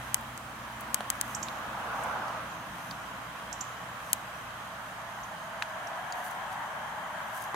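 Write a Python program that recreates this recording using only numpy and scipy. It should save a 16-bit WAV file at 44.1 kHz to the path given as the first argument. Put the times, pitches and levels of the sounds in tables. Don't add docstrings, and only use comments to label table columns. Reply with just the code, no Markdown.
import sys
import numpy as np
from scipy import signal
from scipy.fft import rfft, irfft
from scipy.io import wavfile
from scipy.ndimage import uniform_filter1d

SR = 44100
rng = np.random.default_rng(int(sys.argv[2]) if len(sys.argv) > 2 else 0)


def wrap_up_sound(samples):
    columns = np.atleast_2d(samples).T
    tamed = np.clip(columns, -1, 1)
    steps = np.round(tamed * 32767).astype(np.int16)
    wavfile.write(sys.argv[1], SR, steps)


N = 332955
TIME_S = np.arange(N) / SR
FRAME_S = np.arange(N // 256 + 5)[:, None] * 256 / SR
BIN_HZ = np.fft.rfftfreq(1024, 1 / SR)
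CAR_NEAREST_S, BAND_EDGE_HZ = 2.065, 16400

# freq_hz, coherence
COHERENCE = [(60, 0.76), (130, 1), (290, 0.89), (640, 0.93), (1410, 0.3), (3100, 0.022), (6820, 0.046),
             (15000, 0.05)]
# freq_hz, density_db
FAR_ROAR = [(220, -31), (380, -22), (514, -8), (577, -8.5), (627, -9), (711, -7), (765, -2), (922, -2),
            (1060, 1), (1650, -3.5), (2170, -10.5), (2850, -13), (3160, -11.3), (3560, -19), (3760, -17),
            (4140, -22), (4600, -28.5), (5980, -28), (10100, -120)]
CAR_ROAR = [(220, -37.5), (380, -18), (520, -8), (640, -8.5), (781, 0.5), (876, -2.5), (1080, -0.5),
            (1320, -2.5), (1550, -4), (1780, -12), (3160, -18.5), (4600, -31), (5980, -29.5), (10100, -120)]
TRUCK_ROAR = [(220, -57), (380, -23), (553, -16.5), (634, 1), (689, -8), (757, -2.5), (932, 1),
              (1390, -6.5), (1640, -3), (1840, -8.5), (2190, -14.5), (2510, -19), (2850, -18.5),
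              (3160, -15.5), (3560, -24.5), (3760, -24), (4230, -30.5), (4600, -38), (5980, -38),
              (10100, -120)]
# time_s, pitch_hz, lift_db
TYRE_PEAK = [(5.5, 655, 7.5), (6.1, 715, 11), (6.4, 730, 5), (6.7, 880, 3.5), (7.55, 915, -8)]
# freq_hz, density_db
EARLY_RUMBLE = [(20, -39), (35, -34), (52, -16), (75, 6), (110, -10.5), (170, 2), (225, 4), (290, 1.5),
                (370, -6.5), (500, -27)]
LATE_RUMBLE = [(20, -42), (35, -46), (52, -20), (75, 1.5), (110, -16.5), (170, 4), (220, -1.5), (290, -4.5),
               (370, -11.5), (500, -37)]
# firing_multiple, gain_db
EXHAUST_ORDERS = [(1, -9), (1.51, -12.5), (2.001, -3.5)]
# freq_hz, density_db
HISS_SPECTRUM = [(2500, -4.5), (4000, 1.5), (4800, 3), (5500, 0), (6250, 5.5), (7500, 1.5), (9000, 0.5),
                 (12000, -2), (14500, -3.5), (15600, -7), (16100, -40)]
# middle_s, level_db, half_length_s, crunch_db
LEAF_STIRS = [(0.056, -54.5, 0.089, -12), (1.157, -57.5, 0.018, -12), (1.306, -50.5, 0.045, -10),
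              (2.02, -56, 0.079, -7), (2.837, -54.5, 0.072, -12), (4.089, -54.5, 0.057, -12),
              (6.188, -55, 0.02, -8), (6.246, -48, 0.003, -16), (6.262, -45, 0.012, -20),
              (6.284, -51, 0.003, -17), (6.31, -52, .008, -9), (6.53, -55, 0.012, -6),
              (7.367, -47, 0.021, -16), (7.421, -45, 0.008, -10)]
# freq_hz, density_db
LEAF_SPECTRUM = [(2000, -15), (5000, -1), (6500, -1), (9000, 3.5), (12500, 3.5), (14800, 1.5), (15800, -11),
                 (16200, -22)]
# start_s, level_db, snap_db, thud_db
DIAL_DETENTS = [(0.1441, 1.2, -3, -2), (0.3768, -18.8, -12.5, 8), (0.9444, 0, -3, -0.5),
                (1.1021, -2, -5.6, 2), (1.2124, -3, -4, 1.2), (4.1313, 1, -1, 0)]
# freq_hz, left_db, right_db, t60_s
DIAL_MODES = [(1610, -29, -25.5, 0.0086), (2100, -25, -27.5, 0.0069), (2680, -27, -24.5, 0.0041),
              (3100, -26, -27, 0.013), (4060, -43, -20.5, 0.0029), (4750, -22, -51, 0.0054),
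              (6430, -17.2, -32.5, 0.012), (6900, -17.5, -8.5, 0.0027), (8100, -4, -8, 0.0034),
              (9000, -21, -55, 0.014), (9754, 2.5, -16, 0.0011), (12160, -9.8, -6, 0.0027),
              (13630, -35, -3, 0.00045), (15410, -18, -39, 0.0051)]
# start_s, level_db, pitch_hz, t60_s, crack_db, left_over_right_db
TICK_RINGS = [(.1662, -37.5, 12500, .004, -12, 3), (.2100, -40, 12700, .004, -9, 8),
              (0.8078, -33.5, 12900, 0.0045, -10, 12), (0.8078, -38, 7500, 0.004, -12, 10),
              (1.0068, -20.5, 740, 0.014, -25, 2), (1.007, -23, 1400, .006, -22, 0),
              (1.0063, -27, 3170, 0.006, -17, -5), (1.0068, -30, 3850, 0.004, -19, -2),
              (1.0068, -25, 9500, 0.0014, -21, 0), (1.484, -29, 2750, 0.005, -10, -3),
              (1.4845, -30.5, 3970, 0.0054, -12, -9), (2.036, -43.5, 8150, 0.0042, 3.5, -6),
              (2.281, -44.5, 5070, 0.0046, -2, 3), (2.9106, -33, 3400, 0.005, -8, 0),
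              (2.9106, -24.5, 4630, 0.0085, -19, 3), (2.9106, -35, 5700, 0.0043, -12, 5),
              (5.624, -21, 1220, 0.007, -21, 9), (5.6229, -17, 1830, 0.0085, -12, 4),
              (5.623, -23, 2500, 0.01, -17, 3), (5.6234, -27, 2880, 0.011, -19, -4),
              (5.6234, -21.5, 3870, 0.0067, -16, -3), (5.6234, -32, 4550, 0.004, -16, -2),
              (5.6234, -32, 6460, 0.0047, -19, 2), (6.1239, -29, 4720, 0.01, -16, 4),
              (6.124, -25.5, 6840, 0.0053, -21, -5), (6.124, -35, 9000, 0.0026, -17, -3),
              (6.2443, -35, 12100, .004, -19, 0), (6.2787, -34, 11500, 0.0036, -13, -4),
              (6.3095, -43, 12000, .004, -9, 0), (6.5275, -41, 9950, 0.0042, -9, 0),
              (6.5275, -41, 6000, 0.004, -14, 0), (7.3755, -36, 13000, .004, -9, 0),
              (7.4238, -35, 9500, .004, -12, 0), (7.44, -35, 10900, 0.0036, -13, -1),
              (7.44, -35, 6000, 0.004, -14, 0), (7.5438, -19, 975, .012, -12.5, 0),
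              (7.5438, -26.5, 420, .015, -22, 0)]
# middle_s, level_db, pitch_hz, half_length_s, sweep_ratio, glide_s, rasp_ratio
BIRD_CALLS = [(1.3508, -24, 6830, 0.0027, 0.26, 0.0025, 0), (1.431, -27, 6520, 0.0027, 0.23, 0.004, 0.55),
              (3.5292, -28, 6500, 0.0018, 0.31, 0.0028, 0.3), (3.611, -24, 6500, 0.0021, 0.24, 0.0045, 0.4),
              (5.236, -44.5, 6250, 0.0026, 0.096, 0.0026, 0.4),
              (5.873, -37, 6000, 0.0013, 0.12, 0.0015, 0.4)]


def amp(db):
    return 10 ** (np.asarray(db) / 20)


def unit_rms(x):
    return x / np.sqrt(np.mean(x ** 2) + 1e-20)


def decay(t, t60_s):
    return np.exp(-np.log(1000) * t / t60_s)


def bell(x, middle, half_width):
    return np.exp(-((x - middle) / half_width) ** 2)


def step(t, middle_s, over_s):
    return .5 + .5 * np.tanh((t - middle_s) / over_s)


def curve(points, hz):
    freq_hz, value = np.transpose(points)
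    return np.interp(np.log(hz + 1), np.log(freq_hz + 1), value)


def pan(left_over_right_db):
    return amp(np.array([[.5], [-.5]]) * left_over_right_db)


def add(mix, start_s, sound):
    part = mix[:, max(round(start_s * SR), 0):][:, :sound.shape[1]]
    part += sound[:, :part.shape[1]]


def drift(rate_hz):
    hz = np.fft.rfftfreq(N, 1 / SR)
    return unit_rms(irfft(rfft(rng.standard_normal(N)) * bell(hz, 0, rate_hz), N))


def diffuse(spectrum_db, patchy_db):
    a, b, c, d, patches = rng.standard_normal((len(FRAME_S), len(BIN_HZ), 5)).transpose(2, 0, 1)
    patches = uniform_filter1d(patches, size=12, axis=0)
    patches = unit_rms(uniform_filter1d(patches, size=6, axis=1))
    colour = amp(spectrum_db + patchy_db * patches)
    colour /= np.sqrt(uniform_filter1d((colour ** 2).sum(1), size=60))[:, None]
    coherence = curve(COHERENCE, BIN_HZ)
    left = a + 1j * b
    right = coherence * left + np.sqrt(1 - coherence ** 2) * (c + 1j * d)
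    frames = colour * np.array([left, right])
    noise = signal.istft(frames.swapaxes(1, 2), nperseg=1024, noverlap=768)[1][:, :N]
    return noise / noise.mean(0).std()


def tyre_spectrum_db():
    car = bell(FRAME_S, CAR_NEAREST_S, 0.4)
    truck = step(FRAME_S, 5.57, 1.0)
    roar_db = (1 - car - truck) * curve(FAR_ROAR, BIN_HZ)
    roar_db += car * curve(CAR_ROAR, BIN_HZ) + truck * curve(TRUCK_ROAR, BIN_HZ)
    time_s, pitch_hz, lift_db = np.transpose(TYRE_PEAK)
    peak = bell(BIN_HZ / np.interp(FRAME_S, time_s, pitch_hz), 1, 0.06)
    return roar_db + np.interp(FRAME_S, time_s, lift_db) * peak


def tyre_roar(far_db=-42.5, car_gain_db=6.5, truck_gain_db=3.6, truck_s=5.85, recede_db_per_s=2):
    lull_db = -2.5 * bell(TIME_S, 0.46, 0.26)
    in_gap = 1 - step(TIME_S, 2.48, 0.09)
    car_power = amp(car_gain_db) ** 2 * in_gap / (1 + ((TIME_S - CAR_NEAREST_S) / 0.23) ** 2)
    near = step(TIME_S, truck_s, 0.34)
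    truck_power = near * amp(truck_gain_db - recede_db_per_s * np.maximum(TIME_S - truck_s, 0)) ** 2
    level_db = far_db + lull_db + 10 * np.log10(1 + car_power + truck_power)
    return amp(level_db) * pan(-1.5 + 2.5 * near) * diffuse(tyre_spectrum_db(), patchy_db=0.81)


def rumble(far_db=-55, car_gain_db=3, car_half_power_s=1):
    car_power = amp(car_gain_db) ** 2 / (1 + ((TIME_S - CAR_NEAREST_S) / car_half_power_s) ** 2)
    ebb_db = -step(TIME_S, 3.9, 0.64)
    level_db = far_db + ebb_db + 10 * np.log10(1 + car_power)
    late = step(FRAME_S, 2.15, 0.46)
    spectrum_db = (1 - late) * curve(EARLY_RUMBLE, BIN_HZ) + late * curve(LATE_RUMBLE, BIN_HZ)
    return amp(level_db) * diffuse(spectrum_db, patchy_db=0.6)


def hum(hz, wobble, flutter):
    turns = np.cumsum(hz * (1 + wobble * drift(rate_hz=10.3))) / SR
    return unit_rms(np.sin(2 * np.pi * turns) * (1 + flutter * drift(rate_hz=15)))


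def engine(start_hz=62.3, sag_hz_per_s=0.8, base_db=-54.5, load_db=7.5, ease_s=0.81):
    firing_hz = start_hz - sag_hz_per_s * TIME_S
    trees_db = -6 * step(TIME_S, 5.33, 0.28)
    level_db = base_db + load_db * np.exp(-TIME_S / ease_s) + trees_db
    return sum(amp(level_db + gain_db) * hum(multiple * firing_hz, wobble=0.0109, flutter=0.33)
               for multiple, gain_db in EXHAUST_ORDERS)


def drone(start_hz=232.8, sag_hz_per_s=6.5, start_db=-56.5, hold_s=1.65, fade_db_per_s=33):
    level_db = start_db - fade_db_per_s * np.maximum(TIME_S - hold_s, 0)
    return amp(level_db) * hum(start_hz - sag_hz_per_s * TIME_S, wobble=0.0277, flutter=0.36)


def hiss(level_db=-58.74):
    return amp(level_db) * diffuse(curve(HISS_SPECTRUM, BIN_HZ), patchy_db=2)


def leaves(snaps_per_s=950, spread_db=2.5, idle_db=-66, drag_db=-10, ring_hz=6400, trim_db=-3):
    crackle_power, crunch_power = amp(idle_db) ** 2, 0
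    for middle_s, level_db, half_s, crunch_db in LEAF_STIRS:
        drag = amp(drag_db) ** 2 * bell(TIME_S, middle_s, 6.7 * half_s)
        stir_power = amp(level_db) ** 2 * (bell(TIME_S, middle_s, half_s) + drag)
        crackle_power += stir_power
        crunch_power += amp(crunch_db) ** 2 * stir_power
    sizes = amp(spread_db * np.minimum(rng.exponential(1, (3, N)), 5)) * rng.choice([-1, 1], (3, N))
    snaps = sizes * (rng.random((3, N)) < snaps_per_s / SR)
    spectrum = rfft(snaps[:2] + 0.67 * snaps[2])
    hz = np.fft.rfftfreq(N, 1 / SR)
    crackle = unit_rms(irfft(spectrum * amp(curve(LEAF_SPECTRUM, hz)), N))
    crunch = unit_rms(irfft(spectrum * bell(hz, ring_hz, 350), N))
    return amp(trim_db) * (np.sqrt(crackle_power) * crackle + np.sqrt(crunch_power) * crunch)


def dial(spring_above_hz=9700, thud_below_hz=2900, land_s=246e-6, rise_s=40e-6, right_lead_s=72e-6):
    t, out = np.arange(2000) / SR, np.zeros((2, N))
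    ear_s = t + np.array([[0], [right_lead_s]])
    low_cut = signal.butter(2, 1000, "high", fs=SR)
    for start_s, level_db, snap_db, thud_db in DIAL_DETENTS:
        click = amp(-30) * rng.standard_normal((2, len(t))) * decay(t, 0.026)
        for k, (hz, left_db, right_db, t60_s) in enumerate(DIAL_MODES):
            if hz > spring_above_hz:
                delay_s, gain_db = 0, snap_db
            else:
                delay_s, gain_db = land_s, thud_db * (hz < thud_below_hz)
            age_s = np.maximum(ear_s - delay_s, 0)
            detuned_hz = hz * (1 + 0.011 * rng.standard_normal())
            gain_db += 0.7 * rng.standard_normal()
            ring = np.sin(2 * np.pi * detuned_hz * age_s) * decay(age_s, t60_s) * np.tanh(age_s / rise_s)
            click -= (-1) ** k * amp([[left_db], [right_db]]) * amp(gain_db) * ring
        add(out, start_s, amp(level_db) * signal.lfilter(*low_cut, click))
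    return out + amp(-19) * wood_echoes(out[0])


def wood_echoes(x, near_db=-9, near_t60_s=0.082, far_db=-15, far_t60_s=0.74):
    t = np.arange(SR // 2) / SR
    scatter = rng.standard_normal((2, 2, len(t))) * (t > .003)
    response = 0
    for taps, level_db, t60_s in zip(scatter, (near_db, far_db), (near_t60_s, far_t60_s)):
        taps = taps * decay(t, t60_s)
        response += amp(level_db) * taps / np.linalg.norm(taps[0])
    return signal.fftconvolve(x[None], response, axes=1)[:, :N]


def ticks(crack_t60_s=0.033, rise_s=0.00029):
    t, out = np.arange(2000) / SR, np.zeros((2, N))
    for start_s, level_db, hz, t60_s, crack_db, side_db in TICK_RINGS:
        band = signal.butter(1, [0.76 * hz, min(1.2 * hz, BAND_EDGE_HZ)], "band", fs=SR)
        shared, *ears = signal.lfilter(*band, rng.standard_normal((3, len(t))))
        crack = amp(crack_db) * unit_rms(shared + 1.5 * np.array(ears)) * decay(t, crack_t60_s)
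        ring = np.sin(2 * np.pi * hz * t) * decay(t, t60_s)
        low_cut = signal.butter(2, 0.52 * hz, "high", fs=SR)
        tick = signal.lfilter(*low_cut, (ring + crack) * np.tanh(t / rise_s))
        add(out, start_s, amp(level_db) * pan(side_db) * tick)
    return out


def small_bird(throat_hz=6520, top_hz=8350, jitter_ratio=0.035, bounce_s=0.001306, bounce_db=-11):
    t, calls = np.arange(-600, 600) / SR, np.zeros((1, N))
    bin_hz = np.fft.rfftfreq(len(t), 1 / SR)
    throat = amp(1.5 * bell(bin_hz, throat_hz, 260)) / (1 + (bin_hz / top_hz) ** 20)
    for middle_s, level_db, hz, half_s, sweep, glide_s, rasp in BIRD_CALLS:
        rise = np.tanh(t / glide_s)
        shake, flutter = unit_rms(uniform_filter1d(rng.standard_normal((2, len(t))), size=16))
        pitch_hz = hz * (1 + sweep * rise - 0.0296 * rise ** 2 + jitter_ratio * rasp * shake)
        phase = 2 * np.pi * np.cumsum(pitch_hz) / SR
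        width_s = half_s * (1 + 0.33 * rise)
        envelope = (1 + rasp * flutter) * np.exp(-.5 * (t / width_s) ** 2)
        whistle = irfft(throat * rfft(envelope * np.sin(phase)))
        overtone = amp(-21) * envelope * (1 - rise) ** 2 * np.sin(2 * phase)
        add(calls, middle_s + t[0], amp(level_db) * (whistle + overtone)[None])
    calls += amp(bounce_db) * np.interp(TIME_S - bounce_s, TIME_S, calls[0])
    return amp([[-9], [0]]) * calls + pan(-3.1) * wood_echoes(calls[0])


def scene():
    background = tyre_roar() + rumble() + engine() + drone() + hiss()
    return background + leaves() + dial() + ticks() + small_bird()


def record(dry):
    low_pass = signal.firwin(255, BAND_EDGE_HZ, window=("kaiser", 9), fs=SR)
    return signal.oaconvolve(dry, low_pass[None], "same")


dry = scene()
out = record(dry)
wrap_up_sound(out)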